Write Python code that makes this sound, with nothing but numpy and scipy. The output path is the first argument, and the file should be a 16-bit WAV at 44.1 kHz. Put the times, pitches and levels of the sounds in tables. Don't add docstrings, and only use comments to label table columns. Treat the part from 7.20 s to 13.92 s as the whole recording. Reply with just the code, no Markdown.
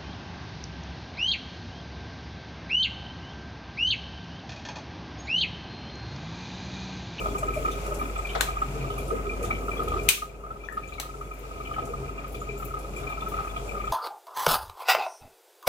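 import sys
import numpy as np
from scipy import signal
from scipy.fft import rfft, irfft, next_fast_len
from scipy.io import wavfile
from scipy.ndimage import uniform_filter1d

SR = 44100
rng = np.random.default_rng(int(sys.argv[2]) if len(sys.argv) > 2 else 0)


def elevation(decibels):
    levels = np.asarray(decibels, float)
    return 10 ** (levels / 20)


def transcribe(signal):
    frames = np.atleast_2d(signal).T
    limited = np.clip(frames, -1, 1)
    pcm = np.round(limited * 32767).astype(np.int16)
    wavfile.write(sys.argv[1], SR, pcm)


N = 296340
T = np.arange(N) / SR
SIDES = np.array([[.5], [-.5]])
LOW_MODE_HZ, PITCH_SPREAD_HZ = 1252, 37

# start_s, peak_db, crack_s, tail_db, tail_t60_s, left_minus_right_db
CLICKS = [
    (1.2083, -7, 0.013, -10.5, 0.29, 7),
    (2.888, 2, 0.0057, -13, 0.31, 11),
    (3.7987, -15.5, 0.01, -11, 0.26, 6.5),
]


def on_log(table, hz):
    f, v = np.transpose(table)
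    return np.interp(np.log(np.maximum(hz, 1)), np.log(np.maximum(f, 1)), v)


def curve(table):
    s, *columns = np.transpose(table)
    return np.array([np.interp(T, s, c) for c in columns])


def unit(x):
    return x / np.sqrt(np.mean(x ** 2))


def decay(t, t60_s):
    return 1000. ** (-t / t60_s)


def walk(rate_hz):
    hold = int(SR / rate_hz)
    steps = np.repeat(rng.standard_normal(N // hold + 1), hold)
    return unit(uniform_filter1d(uniform_filter1d(steps, hold), hold)[:N])


def mode(x, hz, width_hz):
    return signal.lfilter([1], [1, -np.exp((2j * np.pi * hz - np.pi * width_hz) / SR)], x)


def steep_mode(x, hz, width_hz):
    return mode(mode(x, hz, width_hz), hz, width_hz)


def add(out, start_s, sound):
    i = int(start_s * SR)
    n = min(sound.shape[1], N - i)
    out[:, i:i + n] += sound[:, :n]


def ducking_db():
    duck_db, attack_s, recover_s, kept_down = -12, 0.003, 1.96, 0.07
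    since_s = np.maximum(T - CLICKS[1][0], 0)
    back = kept_down + (1 - kept_down) * np.exp(-since_s / recover_s)
    return duck_db * back * (1 - np.exp(-since_s / attack_s))


def activity(hz, simmer_db):
    # hz, boil_share, spray_share
    follows = [(140, 0.82, 0.069), (500, 0.8, 0.042), (3520, .05, 1.83), (8930, 0.41, 1.36)]
    f, boil, spray = np.transpose(follows)
    shares = [np.interp(np.log(hz), np.log(f), share) for share in (boil, spray)]
    return elevation(shares @ simmer_db + ducking_db())


def fridge_hum():
    hum_hz, hum_db, pan_db = 48.55, -32.5, .6
    level = np.sqrt(2) * elevation(hum_db + ducking_db() + pan_db * SIDES)
    return level * np.sin(2 * np.pi * hum_hz * T)


def burner_and_room(simmer_db, floor_db=-36.5, flicker_db=2.0):
    # hz, density_db_per_hz
    colour = [(24, -47), (40, -8), (64, -6), (96, -10.5), (230, -17), (410, -10.5), (1060, -22.5),
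              (1260, -22.5), (1400, -21.5), (1750, -32.5), (2360, -27.5), (3190, -35), (7280, -36),
              (13900, -39.5), (15800, -87)]
    # hz, left_right_correlation
    likeness = [(60, 0.63), (130, 1), (290, 0.62), (640, 0.81), (1410, -0.28), (3100, -0.18),
                (6820, -0.041), (15000, -0.11)]
    # hz, left_minus_right_db
    balance = [(60, -1.5), (110, -1.5), (200, -2), (380, 1.5), (700, 0), (1290, 0.5), (2380, 14.5),
               (4400, 6), (8120, 3), (15000, 0)]
    size = next_fast_len(N)
    hz = np.fft.rfftfreq(size, 1 / SR)
    like = np.clip(on_log(likeness, hz), -1, 1)
    mid, side = rfft(rng.standard_normal((2, size))) * np.sqrt([1 + like, 1 - like])
    both = mid + 2 * SIDES * side
    both *= elevation(on_log(colour, np.minimum(hz, 14000)) + on_log(balance, hz) * SIDES)
    both *= elevation(floor_db) / np.std(irfft(both, size))
    out, octave = 0, np.log2(np.maximum(hz, 1) / 30)
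    for k in range(10):
        band = irfft(both * np.clip(1 - np.abs(octave - k), 0, 1), size)[:, :N]
        flicker = elevation(flicker_db * (1.5 - k / 12) * walk(12.0))
        out = out + band * activity(30 * 2. ** k, simmer_db) * flicker
    return out


def patter(rate_hz, spread_db, swell_db):
    size = elevation(spread_db * np.minimum(rng.exponential(size=N), 3.5) + swell_db * walk(6.9))
    return (rng.random(N) < rate_hz / SR) * rng.standard_normal(N) * size


def steady_rings(simmer_db):
    # hz, width_hz, rms_db, right_lag_ms, left_minus_right_db
    resonances = [(73.8, 6.7, -48.5, -0.061, 0.5), (133.8, 16.2, -44.5, -0.0054, 2),
                  (200.2, 20, -53, 0.19, 1), (268.3, 10.5, -52.5, -0.09, 0.5),
                  (408, 14.3, -44.5, -0.044, 2.5), (679, 29, -49.5, -0.47, 8), (1264, 79, -41, -0.26, 0.5),
                  (2400, 120, -47.5, -0.27, -2.5), (2043, 53, -67.5, 0.024, 6),
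                  (2690, 310, -59, -0.25, -8.5), (3420, 73, -71.5, 0.33, 22),
                  (3050, 1300, -65.5, -0.11, 14), (7440, 700, -63.5, -0.13, 9),
                  (6660, 770, -65, -0.1, -13.5)]
    out, droplets = 0, unit(patter(140, spread_db=4.5, swell_db=2.0))
    for hz, width_hz, db, lag_ms, pan_db in resonances:
        rate_hz = 160 if 1000 < hz < 5000 else 900
        push = unit(patter(rate_hz, spread_db=3.0, swell_db=1.0))
        if 600 < hz < 5000:
            push = push + 0.87 * droplets
        ring = steep_mode(push, hz, 1.01 * width_hz)
        ring = ring * activity(hz, simmer_db) / np.sqrt(np.mean(ring.imag ** 2))
        lag = np.exp(-2j * np.pi * hz * lag_ms / 1000 * (.5 - SIDES))
        out = out + elevation(db + pan_db * SIDES) * (ring * lag).imag
    return out


def strays(count, db, hz, spread_hz, spread_db=6):
    chance, pitch, duck_db = rng.random((count, 2)), rng.standard_normal(count), ducking_db()
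    return [(s * T[-1], db + spread_db * (2 * size - 1) + duck_db[int(s * N)] / 2, hz + spread_hz * k)
            for (s, size), k in zip(chance, pitch)]


def low_drops():
    # start_s, peak_db, pitch_hz
    heavy = [(0.2317, -23.5, 1232), (0.2834, -24, 1270), (0.4507, -21.5, 1250), (0.4803, -22.5, 1280),
             (0.8145, -24, 1227), (1.288, -24, 1243), (1.4202, -20.5, 1258), (1.9064, -26, 1262),
             (2.239, -28.5, 1256), (2.306, -26.5, 1270), (2.4852, -25, 1260), (2.597, -24, 1257),
             (2.6245, -29, 1236), (2.7192, -27, 1250), (2.7392, -26.5, 1224), (2.7674, -25, 1270),
             (3.0223, -27, 1245), (3.5722, -25, 1260), (4.013, -32, 1250), (4.565, -30.5, 1295),
             (4.585, -24, 1264), (5.4251, -28.5, 1245), (5.5404, -28, 1258), (5.5705, -31, 1247),
             (6.0218, -29, 1275), (6.1407, -27, 1262), (6.1899, -26.5, 1265), (6.202, -29.5, 1253),
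             (6.546, -33, 1267), (6.6733, -28.5, 1250)]
    # start_s, peak_db
    drips = [(0.0597, -25), (0.1517, -27), (0.722, -32), (0.989, -27.5), (1.1512, -27.5), (1.3702, -29),
             (1.7762, -34), (2.057, -31.5), (2.679, -31), (3.239, -37.5), (3.3063, -33), (3.524, -37.5),
             (3.8318, -37), (3.892, -36), (3.942, -38), (4.404, -35), (4.5133, -29.5), (4.674, -35.5),
             (4.7381, -31.5), (5.041, -34.5), (5.4015, -35), (5.5087, -35), (5.8674, -34), (5.974, -35.5),
             (6.0654, -29), (6.119, -33), (6.273, -32), (6.5698, -31), (6.603, -29.5), (6.641, -31)]
    # start_s, peak_db, pitch_hz
    faint = [(0.0424, -32, 1245), (0.665, -34, 1244), (0.7971, -33, 1270), (0.959, -32, 1290),
             (1.6137, -40, 1265), (1.6436, -34.5, 1207), (1.703, -31, 1265), (1.8855, -40, 1272),
             (1.953, -35, 1270), (2.1328, -34, 1282), (2.206, -39, 1260), (2.3765, -39, 1280),
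             (2.4306, -38, 1207), (2.5531, -49, 1280), (2.5665, -34.5, 1200), (2.9797, -41, 1225),
             (3.2074, -47.5, 1266), (3.2632, -43, 1290), (3.36, -41, 1260), (3.4388, -40, 1284),
             (3.7529, -44.5, 1230), (3.7808, -41.5, 1280), (3.8576, -41, 1240), (4.111, -37.5, 1270),
             (4.1821, -44, 1256), (4.347, -51, 1260), (4.4538, -50, 1320), (4.4792, -48, 1270),
             (4.4947, -37, 1237), (4.992, -45, 1224), (5.1452, -44, 1240), (5.2175, -35, 1257),
             (5.284, -42, 1270), (5.3507, -53, 1270), (5.3685, -40, 1266), (5.6126, -55, 1290),
             (5.6463, -34.5, 1260), (5.7412, -43, 1250), (5.827, -46, 1320), (5.8396, -35.5, 1250),
             (5.899, -38, 1264), (5.922, -37.5, 1214), (6.1674, -33, 1295), (6.25, -32, 1237),
             (6.3392, -40, 1257), (6.5194, -55, 1320)]
    scatter = rng.standard_normal(len(drips))
    light = [(s, db, LOW_MODE_HZ + PITCH_SPREAD_HZ * k) for (s, db), k in zip(drips, scatter)]
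    stray = strays(count=25, db=-45, hz=LOW_MODE_HZ, spread_hz=PITCH_SPREAD_HZ)
    return list(heavy) + light + list(faint) + stray


def wall_notes(table, pan_db, lobe_s, after_db, after_t60, split_hz, partner_db, lag_s, gain_db):
    out, t = np.zeros((2, N)), T[:int(.12 * SR)]
    chance = rng.random((len(table), 6))
    for (s, db, hz), (turn, beat, size, low, high, long) in zip(table, chance):
        late_s = lag_s[int(s * SR)] * (.5 + SIDES)
        length_s = lobe_s * (0.67 + 0.38 * long)
        progress = np.minimum(t / length_s, 1)
        swell = np.sin(np.pi * progress ** 0.61)
        after = elevation(after_db) * progress * decay(t, after_t60) * np.cos(np.pi * split_hz * t + 2 * beat)
        note = np.sin(2 * np.pi * (hz * (t - late_s) + turn))
        for ratio, start in ((.955, low), (1.07, high)):
            partner = np.sin(2 * np.pi * (ratio * hz * (t - late_s) + start))
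            note = note + size * elevation(partner_db) * partner
        add(out, max(s - .003, 0), elevation(db + gain_db) * (swell + after) * note)
    return out * elevation(pan_db * SIDES)


def bursts(table, rise_s, shared, pan_db, gain_db):
    out, t = np.zeros((2, N)), T[:int(.14 * SR)]
    for s, db, hz, width_hz, t60 in table:
        noise = rng.standard_normal((3, len(t)))
        noise = shared * noise[0] + (1 - shared) * noise[1:]
        puff = unit(steep_mode(noise, hz, width_hz).imag)
        envelope = np.clip(t / rise_s, 0, 1) * decay(t, max(t60, .01))
        add(out, s - rise_s, elevation(db + gain_db + pan_db * SIDES) * puff * envelope)
    return out


def splashes(table, below_db=-19, above_db=-24, t60=0.16):
    kicks = np.zeros(N)
    for s, db, _ in table:
        kicks[int(s * SR)] += elevation(db)
    puffs = signal.lfilter([1], [1, -decay(1, t60 * SR)], kicks)
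    puffs = uniform_filter1d(puffs, size=200)
    out = 0
    for hz, width_hz, db in ((746, 440, below_db), (2400, 2600, above_db)):
        noise = rng.standard_normal((3, N))
        splash = unit(steep_mode(noise[0] + 0.92 * noise[1:], hz, width_hz).imag)
        out = out + elevation(db + 4.9 * SIDES) * splash
    return out * puffs


def pot_drops():
    # time_s, low_left_minus_right_db, high_left_minus_right_db, left_lag_ms
    turning = [(0, -0.5, 7, 0.32), (1.3, 0, 2, 0.28), (2.2, -3.5, 1.5, 0.26), (2.55, 1, 9.5, 0.22),
               (6.72, 3, 6.5, 0.23)]
    # start_s, peak_db, pitch_hz
    pings = [(0.0034, -39.5, 2370), (0.1785, -42, 2400), (0.3406, -32, 2390), (0.4594, -39, 2370),
             (0.5432, -46, 2390), (0.7966, -37.5, 2360), (1.0515, -30.5, 2400), (1.0954, -35.5, 2330),
             (1.4207, -43, 2420), (1.6127, -37.5, 2416), (1.7848, -39.5, 2400), (2.0956, -29.5, 2400),
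             (2.2318, -39, 2420), (2.3101, -23, 2330), (2.5162, -31, 2400), (2.6803, -40, 2400),
             (2.7921, -37, 2400), (3.4396, -44, 2400), (3.6371, -37.5, 2400), (3.7239, -41, 2400),
             (4.1155, -43, 2400), (4.4089, -43, 2360), (4.4603, -38, 2410), (5.1477, -40.5, 2400),
             (5.2919, -33.5, 2400), (5.7653, -35.5, 2400), (5.8716, -33.5, 2400), (5.9259, -35.5, 2400),
             (6.4916, -34.5, 2400), (6.6164, -38, 2400)]
    # start_s, peak_db, pitch_hz
    faint_pings = [(0.0463, -48, 2400), (0.0603, -38, 2380), (0.1017, -45, 2390), (0.2349, -48, 2330),
                   (0.3052, -37, 2375), (0.374, -40, 2320), (0.5796, -41, 2400), (0.7138, -43, 2410),
                   (0.9587, -40, 2410), (1.1298, -40, 2480), (1.271, -39, 2340), (1.3294, -35.5, 2400),
                   (1.5484, -56, 2400), (1.6008, -45, 2470), (1.6801, -38, 2380), (1.9081, -45, 2400),
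                   (2.5735, -44, 2260), (2.6594, -44, 2400), (2.7731, -48, 2560), (2.8569, -46, 2630),
                   (3.0969, -42, 2400), (3.4037, -42.5, 2380), (3.6227, -50, 2470), (3.7843, -33, 2240),
                   (3.9075, -44, 2400), (4.0133, -46, 2370), (4.4403, -43, 2310), (4.5426, -36.5, 2320),
                   (4.6987, -44, 2400), (4.7721, -40, 2390), (4.8509, -44, 2400), (4.8798, -45, 2400),
                   (4.9811, -38.5, 2400), (5.1312, -51, 2390), (5.4241, -42, 2480), (5.4545, -40, 2400),
                   (5.6471, -50, 2340), (5.9618, -43, 2400), (6.0227, -38, 2400), (6.0781, -44, 2370),
                   (6.124, -39, 2370), (6.2781, -36.5, 2460), (6.3704, -42, 2450), (6.553, -46, 2400),
                   (6.5964, -47, 2260), (6.6448, -40, 2390), (6.6682, -37, 2420)]
    # start_s, peak_db, pitch_hz
    tinks = [(0.0548, -43, 3390), (0.0972, -43, 3400), (0.5137, -38, 3630), (0.8334, -46, 3400),
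             (1.3548, -43, 3200), (1.7035, -37, 3000), (1.7888, -44, 3330), (2.3501, -41, 3030),
             (2.5716, -34, 3340), (2.7284, -50, 3320), (5.1487, -47, 3300), (5.8331, -47, 3640),
             (5.896, -44, 3670), (6.0691, -50, 3000), (6.2956, -41, 3450), (6.6737, -40, 3270)]
    # start_s, peak_db, pitch_hz
    gurgles = [(0.056, -27, 623), (0.229, -25, 648), (0.261, -26, 408), (0.372, -21, 612),
               (0.829, -24.5, 266), (1.922, -26, 442), (0.72, -26.5, 596), (1.562, -25, 423),
               (2.073, -25, 413), (2.218, -24, 486), (2.433, -35, 395), (2.487, -25, 398),
               (2.575, -25, 450), (2.687, -28, 506), (2.759, -22.5, 385), (3.955, -31, 414),
               (1.945, -24, 262), (5.293, -25.5, 421), (5.758, -30, 413), (0.27, -27.5, 265)]
    low_pan_db, high_pan_db, lag_ms = curve(turning)
    lag_s = lag_ms / 1000
    low = low_drops()
    pot = wall_notes(low, low_pan_db, lobe_s=0.027, after_db=-4.5, after_t60=0.19, split_hz=25.0,
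                     partner_db=-9, lag_s=lag_s, gain_db=2.5)
    pot += wall_notes(pings, high_pan_db, lobe_s=0.024, after_db=2.0, after_t60=0.2, split_hz=32,
                      partner_db=-9.0, lag_s=1.12 * lag_s, gain_db=1.0)
    plinks = list(faint_pings) + strays(count=40, db=-50, hz=2430, spread_hz=0.053 * 2430)
    pot += wall_notes(plinks, high_pan_db, lobe_s=0.026, after_db=-1.5, after_t60=0.06, split_hz=76,
                      partner_db=-4, lag_s=1.24 * lag_s, gain_db=-4.5)
    pot += wall_notes(tinks, high_pan_db, lobe_s=0.037, after_db=0, after_t60=0.089, split_hz=38,
                      partner_db=-1.0, lag_s=0.78 * lag_s, gain_db=-7.5)
    bubbles = [(s, db, hz, 0.15 * hz, .22) for s, db, hz in gurgles]
    pot += bursts(bubbles, rise_s=0.01199, shared=0.73, pan_db=2.5, gain_db=-6.5)
    return pot + splashes(low + list(pings))


def crinkles():
    # hz, width_hz
    resonances = [(3450, 950), (7300, 4000), (11000, 1300), (13800, 2600)]
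    # start_s, peak_db, t60_s
    spatters = [(0.5145, -38.5, 0.14), (1.0705, -39, 0.055), (1.0954, -48, 1), (1.7035, -46.5, 0.2),
                (1.8804, -56, 0.21), (2.2484, -43, 0.22), (2.6843, -32.5, 0.043), (3.687, -49, 0.15),
                (3.7384, -50, 0.1), (5.1496, -45, 0.14), (5.896, -48, 0.13), (6.008, -45, 0.097),
                (6.086, -50, 0.2), (6.3674, -46, 0.14), (6.4892, -50, 0.055), (6.6554, -51, .11)]
    # start_s, peak_db, brightest_octaves_above_lowest, t60_s
    rustles = [(.184, -34, 1.33, 0.11), (.339, -42, 1.33, 0.69), (.6644, -38.5, 1.3, 0.15),
               (0.744, -34.5, 1.28, 0.14), (.7894, -45, 1.8, 0.26), (.98, -40, 0.81, 0.12),
               (1.782, -38, 1.5, 0.18), (1.8804, -49, 1.3, 0.54), (2.228, -34.5, 1.3, 0.17),
               (2.2484, -38, 1.1, 0.14), (2.475, -43, 1.1, 0.036), (2.6334, -37, 1.55, 0.073),
               (2.8334, -40.5, 1.4, 0.16), (3.5234, -50.5, 1.5, 0.34), (4.1394, -36, 2.8, .12),
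               (4.1894, -42, 2.44, 0.17), (4.6535, -39.5, 1.27, 0.12), (5.0794, -46, 1.9, .13),
               (5.123, -44.5, 1.85, 0.19), (5.207, -54, 1.7, 0.2), (5.382, -41, 2.3, 0.36),
               (5.45, -27, 2.3, 0.077), (5.591, -39, 1.43, 0.1), (5.765, -43, 1.37, 0.3),
               (5.896, -48, 1.9, .16), (6.086, -37.5, 2.24, 0.2), (6.3674, -52, 3, 0.11),
               (6.4892, -53, 2.1, 0.048)]
    spatter_fall_db, rustle_fall_db = 5, 17.5
    rows = [(s, db, 0, t60, spatter_fall_db) for s, db, t60 in spatters]
    rows += [(*row, rustle_fall_db) for row in rustles]
    return [(s, db - fall_db * abs(np.log2(hz / resonances[0][0]) - bright), hz, width_hz, t60)
            for s, db, bright, t60, fall_db in rows for hz, width_hz in resonances]


def hands_and_ticks():
    # start_s, peak_db, hz, width_hz,
    # t60_s
    knocks = [(1.152, -25, 644, 200, 0.03), (1.1553, -20, 700, 350, 0.035),
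              (1.152, -27.5, 1510, 1100, 0.052), (1.1565, -31, 3680, 700, 0.033),
              (1.164, -20, 630, 300, 0.032), (1.9151, -27.5, 450, 193, 0.13),
              (2.3101, -40, 2100, 480, 0.069), (2.8845, -33, 3560, 4900, 0.17),
              (3.4871, -29, 1760, 430, 0.021), (4.6901, -32.5, 433, 140, 0.1),
              (1.152, -39, 5000, 5000, 0.05)]
    # start_s, peak_db, hz, width_hz, t60_s
    chirps = [(.186, -38, 7660, 700, .06), (.455, -46, 6800, 900, .08), (.52, -46, 6100, 500, .08),
              (.98, -43, 7760, 500, .08), (1.094, -35, 2970, 500, 0.073), (1.108, -47, 3500, 400, .06),
              (1.18, -47, 7500, 500, .06), (1.42, -49, 7440, 500, .06), (1.882, -44, 9400, 1200, 0.06),
              (3.05, -56, 7500, 150, 0.11), (3.45, -60, 6060, 800, .15), (3.45, -57, 3460, 500, 0.14),
              (3.525, -54, 7540, 600, .08), (3.679, -48, 6880, 300, 0.092), (3.679, -56, 8200, 400, .05),
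              (3.738, -44, 4020, 700, .04), (4.457, -39, 2860, 400, 0.053), (4.538, -43, 3050, 500, 0.069),
              (4.542, -39, 1590, 300, .04), (4.58, -30, 760, 200, 0.057), (5.148, -47, 4500, 3000, .04),
              (5.205, -48, 7060, 600, 0.12), (5.378, -44, 7400, 600, .06), (5.765, -47, 7500, 800, .08),
              (6.01, -46, 3470, 250, 0.097), (6.365, -42.5, 3160, 297, .08), (6.47, -52, 7500, 300, .12),
              (6.652, -49, 7200, 700, 0.067)]
    hands = bursts(crinkles(), rise_s=0.0025, shared=0.31, pan_db=2.5, gain_db=-4.5)
    hands += bursts(knocks, rise_s=0.001484, shared=0.37, pan_db=7.0, gain_db=1.0)
    return hands + bursts(chirps, rise_s=0.0049, shared=0.26, pan_db=3.5, gain_db=1.5)


def room(x, tail_hz=9000, t60_s=0.37, gap_s=0.0021):
    t = T[:int(.5 * SR)]
    tail = rng.standard_normal((2, len(t))) * decay(t, t60_s) * np.clip(t / gap_s, 0, 1)
    tail = signal.lfilter(*signal.butter(1, tail_hz, fs=SR), tail)
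    tail /= np.sqrt(np.sum(tail ** 2, axis=1, keepdims=True))
    return signal.fftconvolve(x, tail, axes=1)[:, :N]


def lighter(tail_contrast=0.83, tail_top_hz=9500, early_db=-12.0, early_t60=0.092, ring_db=-3.0, ring_t60=0.019):
    # hz, density_db_per_hz
    colours = [
        [(180, -22), (300, -12), (961, -10.5), (1510, -7.5), (2170, -14), (2740, -12.5), (4090, -12.5),
         (4520, -22), (6200, -18.5), (7080, -13), (10400, -19.5), (13100, -16), (16000, -31)],
        [(290, -52), (500, -50), (1110, -17.5), (1950, -14), (2230, -0.5), (2500, 3.5), (3290, -5.5),
         (3980, -4.5), (5090, -12), (5880, -5.5), (8100, -6), (8800, -4), (11000, -10.5), (14000, -4.5),
         (16000, -12)],
        [(410, -39), (700, -8), (1500, -12), (2600, -8), (3460, -10.5), (3990, -4), (5330, -21), (6070, -5.5),
         (6650, -19), (7590, -9), (8880, -17), (11200, -10), (16000, -12.5)],
    ]
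    out, t = np.zeros((2, N)), T[:16384]
    hz = np.fft.rfftfreq(len(t), 1 / SR)
    rise = np.clip(t / 0.0009, 0, 1)
    for (s, db, crack_s, tail_db, tail_t60, pan_db), colour in zip(CLICKS, colours):
        noise = rfft(rng.standard_normal((7, len(t))))
        colour_db = on_log(colour, hz)
        crack = unit(irfft((0.52 * noise[0] + noise[1:3]) * elevation(colour_db)))
        crack *= 1000. ** (-(t / (1.08 * crack_s)) ** 1.47)

        peaks = [mid for low, mid, high in zip(colour, colour[1:], colour[2:])
                 if mid[1] > max(low[1], high[1])]
        starts = rng.random((len(peaks), 1)) + 0.096 * rng.random((len(peaks), 2))
        ring = sum(elevation(peak_db) * np.sin(2 * np.pi * (peak_hz * t + turn[:, None]))
                   for (peak_hz, peak_db), turn in zip(peaks, starts))

        early = unit(irfft(noise[3:5] * elevation(0.64 * colour_db))) * elevation(early_db) * decay(t, early_t60)
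        early += unit(ring) * elevation(ring_db) * decay(t, ring_t60)
        dulling = np.sqrt(1 + (hz / tail_top_hz) ** 2)
        tail = unit(irfft(noise[5:] * elevation(tail_contrast * colour_db) / dulling))
        tail *= elevation(tail_db) * decay(t, tail_t60)
        add(out, s, elevation(db - 7.5) * rise * ((crack + early) * elevation(pan_db * SIDES) + tail))
    return out


def scene():
    # time_s, boil_db, spray_db
    simmer = [(0, 1.5, -1), (.68, -0.5, -1.5), (.88, -5, -1), (1.6, -0.5, -2), (2.32, 0, -3), (2.71, 2, -2),
              (3.09, 2, -3.5), (3.86, -0.5, -1.5), (4.12, -3.5, -1.5), (4.66, 6, -2), (5.05, 1, -2.5),
              (5.57, -1, -1), (6.1, 0.5, -1), (6.72, 0, -1.5)]
    simmer_db = curve(simmer)
    background = fridge_hum() + burner_and_room(simmer_db) + steady_rings(simmer_db)
    pot = pot_drops()
    hands = hands_and_ticks()
    reverb = room(elevation(-17) * pot + elevation(-5.5) * hands)
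    return background + pot + hands + reverb + lighter()


def top_cut(x):
    return signal.sosfilt(signal.butter(12, 16000, fs=SR, output="sos"), x)


def record(dry):
    bottom_hz, top_hz = 45, 15850
    x = np.clip(dry, -1, 1)
    x = signal.sosfilt(signal.butter(2, bottom_hz, "high", fs=SR, output="sos"), x)
    x = signal.sosfilt(signal.ellip(10, .2, 70, top_hz, fs=SR, output="sos"), x)
    return top_cut(np.clip(x, -1, 1))


dry = scene()
out = record(dry)
transcribe(out)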